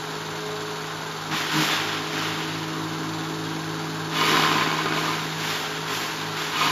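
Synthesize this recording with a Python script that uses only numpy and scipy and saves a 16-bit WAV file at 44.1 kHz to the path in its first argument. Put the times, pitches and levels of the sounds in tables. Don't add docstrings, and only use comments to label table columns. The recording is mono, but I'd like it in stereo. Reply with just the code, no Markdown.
import sys
import numpy as np
from scipy import signal
from scipy.fft import rfft, irfft, next_fast_len
from scipy.io import wavfile
from scipy.ndimage import map_coordinates

SR = 44100
rng = np.random.default_rng(int(sys.argv[2]) if len(sys.argv) > 2 else 0)


def generate_wav(signal):
    frames = np.transpose(np.atleast_2d(signal))
    scaled = np.clip(frames, -1, 1) * 32767
    pcm = np.round(scaled).astype(np.int16)
    wavfile.write(sys.argv[1], SR, pcm)


N = 295911

# pitch in Hz, width in Hz, relative level in dB.
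HOUSING_MODES = [(396, 83, 2.5), (775, 264, -1.5), (975, 170, -5.5), (1336, 42, 2), (1580, 330, -2.5),
                 (2228, 99, -3.5), (2430, 170, -7), (3500, 810, -13.5), (4640, 400, -15.5)]
# pitch in Hz, width in Hz, relative level in dB.
STEEL_MODES = [(686, 23, -10), (945, 59, -2.5), (1043.6, 29, 4), (1236, 33, -0.5), (2234, 31, -0.5),
               (2490, 60, -4), (2957, 38, -7), (3410, 67, -22), (3776, 130, -10.5), (4520, 210, -11.5)]
# start and length in seconds, then ring, thud and scrape levels in dB.
STALK_BUNDLES = [(4.127, 1.006, -18.5, -18, -25.5), (6.505, .6, -20, -24, -32)]


def amp(db):
    return 10 ** (np.asarray(db) / 20)


def unit(x):
    return x / np.sqrt(np.mean(x ** 2) + 1e-20)


def since(start):
    return np.arange(N) / SR - start


def curve(rows):
    return np.interp(since(0), *np.transpose(rows))


def wobble(rate):
    coarse = np.arange(0, N + 64, 64)
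    knots = rng.standard_normal(int(N * rate / SR) + 4)
    return np.interp(np.arange(N), coarse, map_coordinates(knots, [coarse * rate / SR]))


def grains(rate, spread_db):
    hit = rng.random(N) < rate / SR
    return unit(hit * rng.choice([-1, 1], N) * amp(spread_db * np.clip(rng.standard_normal(N), -2, 2)))


def filtered(x, response):
    size = next_fast_len(N + SR // 2)
    return irfft(rfft(x, size) * response(np.fft.rfftfreq(size, 1 / SR)), size)[..., :N]


def coloured(x, points):
    points_hz, db = np.transpose(points)
    return unit(filtered(x, lambda hz: amp(np.interp(np.log(hz + 1), np.log(points_hz), db))))


def ringing(force, modes):
    def response(hz):
        return sum((-1) ** k * amp(db) * 1j * hz * width / (pitch ** 2 - hz ** 2 + 1j * hz * width)
                   for k, (pitch, width, db) in enumerate(modes))
    return unit(filtered(force, response))


def surge(start, db, rise_s, hold_s, fade_db_per_s, bite_db):
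    t = since(start)
    build_db = -bite_db * np.clip(1 - t / rise_s, 0, 1)
    fade_db = -fade_db_per_s * np.maximum(t - rise_s - hold_s, 0)
    return np.clip(t / .014, 0, 1) * amp(db + build_db + fade_db)


def drone(leaves, stalks, wad):
    # time in seconds, turns a second.
    rotor_speed = [(0, 52.9), (1.25, 52.8), (1.6, 51.9), (1.8, 52.4), (2.1, 52.8), (2.8, 53.15),
                   (4.7, 53.15), (5.4, 52.9), (5.7, 52.6), (6.3, 52.7), (6.71, 52.5)]
    # time in seconds, level in dB.
    arm_levels = [(0, -39), (1.75, -40), (2.3, -36), (2.6, -34.5), (4.5, -33), (5.38, -34.5), (5.63, -42),
                  (5.83, -36), (6.01, -45), (6.29, -36), (6.54, -43), (6.71, -35)]
    # time in seconds, level change in dB.
    boom_levels = [(0, -8.5), (1.1, -11), (1.8, -3), (2.9, 1), (4, -1.5), (5.1, -4.5), (5.6, -12.5),
                   (6.2, -5), (6.71, -10.5)]
    # time in seconds, level in dB.
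    whine_levels = [(0, -39), (.75, -39), (1.05, -49), (6.71, -45.5)]
    # multiple of the turn rate, base level in dB.
    overtones = [(1, -64), (2, -51), (4, -56.5), (5, -44.5), (7, -45.5), (9, -49.5), (11, -71), (18, -46),
                 (20, -46)]
    # pitch in Hz, base level in dB, dB gained per dB of boom.
    hum_tones = [(102.8, -49, 0.8), (209.2, -48.5, 0.2), (270, -41, 1.1)]
    arm_db, boom_db, whine_db = curve(arm_levels), curve(boom_levels), curve(whine_levels)
    angle = 2 * np.pi * np.cumsum(curve(rotor_speed)) / SR

    def tone(phase, db):
        return np.sqrt(2) * amp(db) * np.sin(phase + rng.uniform(0, 2 * np.pi))

    def shaft(order, db, load=0):
        return np.hypot(amp(db), load) * tone(order * angle, 0)

    arms = shaft(order=3, db=arm_db, load=amp(-2.5) * wad)
    arms += shaft(order=6, db=-31 + 1.13 * boom_db, load=amp(5.5) * wad + amp(-12) * stalks)
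    eighth_db = -35 + .52 * (whine_db - whine_db.mean())
    whine = shaft(order=8, db=eighth_db, load=amp(-22.5) * stalks + amp(-15.5) * leaves)
    whine += shaft(order=12, db=whine_db)
    weak = sum(tone(order * angle + .31 * wobble(7), db + .31 * boom_db * (order < 8) + .77 * wobble(12))
               for order, db in overtones)
    hum = sum(tone(2 * np.pi * hz * since(0) + .16 * wobble(2.2), db + share * boom_db)
              for hz, db, share in hum_tones)
    # pitch in Hz, width in Hz, relative level in dB.
    cavity_modes = [(258, 53, 7), (383, 86, 10.5)]
    turbulence = amp(boom_db - 35) * ringing(rng.standard_normal(N), cavity_modes)
    return arms + amp(1.9 * wobble(6.8)) * whine + weak + hum + turbulence


def knife_passes():
    # time in seconds, cuts a second.
    cut_rate = [(0, 79.2), (4.1, 79), (4.3, 75.4), (4.5, 75), (4.75, 76.2), (5.1, 78.5), (6.71, 78.5)]
    return np.cumsum(curve(cut_rate)) / SR


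def running_noise():
    # frequency in Hz, relative level in dB.
    air_eq = [(25, -33), (70, -22.5), (130, -12.5), (220, -11.5), (370, -1), (520, -3), (900, 1),
              (1500, -5.5), (1900, -9.5), (4400, -14.5), (5300, -16), (7000, -30), (10200, -26),
              (13000, -28)]
    # pitch in Hz, width in Hz, relative level in dB.
    rasp_modes = [(2340, 56, -14), (2880, 690, -5), (3770, 370, 1), (4440, 300, 0.5), (5500, 610, -8.5),
                  (6270, 510, -4), (7244, 270, -5.5), (10080, 240, -14), (12800, 2000, -30)]
    air = amp(-28.5 + .15 * wobble(15)) * coloured(grains(rate=9000, spread_db=1), air_eq)
    rattle = amp(-34 + .44 * wobble(9.2)) * ringing(grains(rate=700, spread_db=6), HOUSING_MODES)
    cut_phase = 2 * np.pi * knife_passes()
    swell = amp(-3.2 * signal.sawtooth(cut_phase / 4) + np.cos(cut_phase))
    rub = amp(-35) * ringing(swell * rng.standard_normal(N), rasp_modes)
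    return air + rattle + rub


def leaf_load():
    # start and rise in seconds, tear and spray levels in dB,
    # tear and spray fades in dB a second.
    bunches = [(1.302, 0.042, -22, -29, 16, 59), (1.485, 0.12, -17, -22.5, 27.5, 68),
               (2.08, 0.12, -23, -34, 28.5, 48), (4.111, 0.16, -19, -24.5, 15, 27),
               (4.9, 0.073, -23, -30.5, 26, 23), (5.35, 0.13, -23.5, -27, 27, 53),
               (5.84, 0.092, -25, -27, 23, 43), (6.32, 0.074, -25.3, -31.5, 28, 41),
               (6.52, 0.1, -20, -26, 21, 40)]
    spout_delay_s = .02
    tears, sprays = [], []
    for start, rise, tear_db, spray_db, tear_fade, spray_fade in bunches:
        tears.append(surge(start, tear_db, rise, hold_s=.03, fade_db_per_s=tear_fade, bite_db=7))
        sprays.append(surge(start + spout_delay_s, spray_db, rise,
                            hold_s=.008, fade_db_per_s=spray_fade, bite_db=8))
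    return np.max(tears, axis=0), np.max(sprays, axis=0)


def shredding(tear_gain, spray_gain):
    # frequency in Hz, relative level in dB.
    tear_eq = [(60, -31), (150, -12.5), (330, -1.5), (520, -3), (750, 1), (1400, -0.5), (2000, -0.5),
               (2800, -0.5), (3500, -1.5), (4400, -6.5), (5500, -10.5), (7500, -19), (14000, -32.5)]
    # frequency in Hz, relative level in dB.
    spray_eq = [(300, -18), (2000, 11), (6500, 9.5), (10000, 0.5), (14000, 1.5)]
    tear = coloured(grains(rate=8000, spread_db=4), tear_eq)
    pelt = ringing(np.diff(grains(rate=1500, spread_db=4.5), prepend=0), HOUSING_MODES)
    spray = coloured(grains(rate=11000, spread_db=1.5), spray_eq)
    return tear_gain * amp(.94 * wobble(30)) * (tear + amp(-12) * pelt) + spray_gain * spray


def wad_load():
    # centre in seconds, thump in dB, half length in seconds, push in dB.
    wads = [(1.336, -23.5, 0.018, -32.5), (1.587, -25, 0.037, -26.5)]
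    thump, push = 0, 0
    for centre, thump_db, half_length, push_db in wads:
        bell = np.exp(-.5 * (since(centre) / half_length) ** 2)
        thump += amp(thump_db) * bell
        push += amp(push_db) * bell
    return thump, push


def wad_thumps(gain):
    # frequency in Hz, relative level in dB.
    thump_eq = [(50, -39), (110, -19), (160, 7), (230, 6.5), (310, 4), (500, -9.5), (1100, 8.5),
                (2500, -52), (8000, -53)]
    return gain * coloured(grains(rate=2500, spread_db=2), thump_eq)


def stalk_scrape():
    # pitch in Hz, width in Hz, relative level in dB.
    edge_modes = [(2930, 80, 0), (3440, 43, 1)]
    gain = sum(surge(start, db, rise_s=.06, hold_s=.044, fade_db_per_s=78, bite_db=12)
               for start, *_, db in STALK_BUNDLES)
    return gain * ringing(grains(rate=3300, spread_db=2.5), edge_modes)


def stalk_load():
    ring, thud = 0, 0
    for start, length, ring_db, thud_db, _ in STALK_BUNDLES:
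        run_out = amp(-79 * np.maximum(since(start + length), 0))
        ring += run_out * surge(start, ring_db, rise_s=.11, hold_s=.04, fade_db_per_s=13.7, bite_db=11)
        thud += run_out * surge(start, thud_db, rise_s=.21, hold_s=.04, fade_db_per_s=12, bite_db=15.5)
    return ring, thud


def chopping(ring_gain, thud_gain):
    # frequency in Hz, relative level in dB.
    knock_eq = [(40, -54), (140, -18.5), (228, -9), (302, -2), (378, 2), (455, -1), (540, -9), (720, -1.5),
                (1000, -6), (1500, -6.5), (3000, -18.5), (8000, -42)]
    passes = knife_passes()
    cut = passes.astype(int)
    strength = amp(2.4 * np.clip(rng.standard_normal(cut[-1] + 1), -2, 2))[cut]
    blows = unit(np.diff(cut, prepend=0) * strength)

    def crunch(decay_passes):
        return unit(strength * np.exp(-(passes % 1) / decay_passes) * grains(rate=5000, spread_db=2))

    ring = ringing(.5 * blows + crunch(decay_passes=.55), STEEL_MODES)
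    thud = coloured(blows + crunch(decay_passes=.6), knock_eq)
    return ring_gain * ring + thud_gain * thud


def stem_snaps():
    # start in seconds, relative level in dB.
    stems = [(4.5596, -21), (4.6065, -20.5), (4.7846, -20), (4.8629, -20.5), (4.9771, -22), (5.029, -26),
             (5.0789, -16.5), (5.1039, -19.5)]
    decay_s, lowpass_hz = .005, 1500
    force, t = np.zeros(N), np.arange(SR // 20) / SR
    for start, db in stems:
        crack = .074 * rng.standard_normal(len(t)) * np.exp(-t / decay_s)
        crack[0] += 1
        force[round(start * SR):][:len(t)] += amp(db) * crack
    dulled = filtered(force, lambda hz: 1 / (1 + 1j * hz / lowpass_hz) ** 2)
    ring = ringing(dulled, STEEL_MODES)
    peak_db = 6 + max(db for _, db in stems)
    return amp(peak_db) * ring / np.abs(ring).max()


def yard(x, t60, wet_db):
    t = np.arange(SR // 2) / SR
    tail = rng.standard_normal(len(t)) * amp(-60 * t / t60) * (t > .003)
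    return x + amp(wet_db) * signal.fftconvolve(x, tail / np.linalg.norm(tail))[:N]


def scene():
    tear, spray = leaf_load()
    thump, push = wad_load()
    ring, thud = stalk_load()
    impacts = running_noise() + stalk_scrape() + chopping(ring, thud) + stem_snaps()
    impacts += shredding(tear, spray) + wad_thumps(thump)
    sound = drone(leaves=tear, stalks=thud, wad=push) + yard(impacts, t60=.34, wet_db=-10.5)
    return np.array([sound, sound])


def record(dry):
    ceiling, muffle_hz, lag_s = .85, 295, .00053
    gap_low_hz, gap_high_hz, top_hz = 7650, 9450, 14400
    left, right = dry / (1 + (dry / ceiling) ** 8) ** (1 / 8)
    right = filtered(right, lambda hz: np.exp(-2j * np.pi * hz * lag_s) / (1 + 1j * hz / muffle_hz))
    passband = lambda hz: ((hz < gap_low_hz) | (hz > gap_high_hz)) & (hz < top_hz)
    return filtered(np.array([left, right]), passband)


dry = scene()
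out = record(dry)
generate_wav(out)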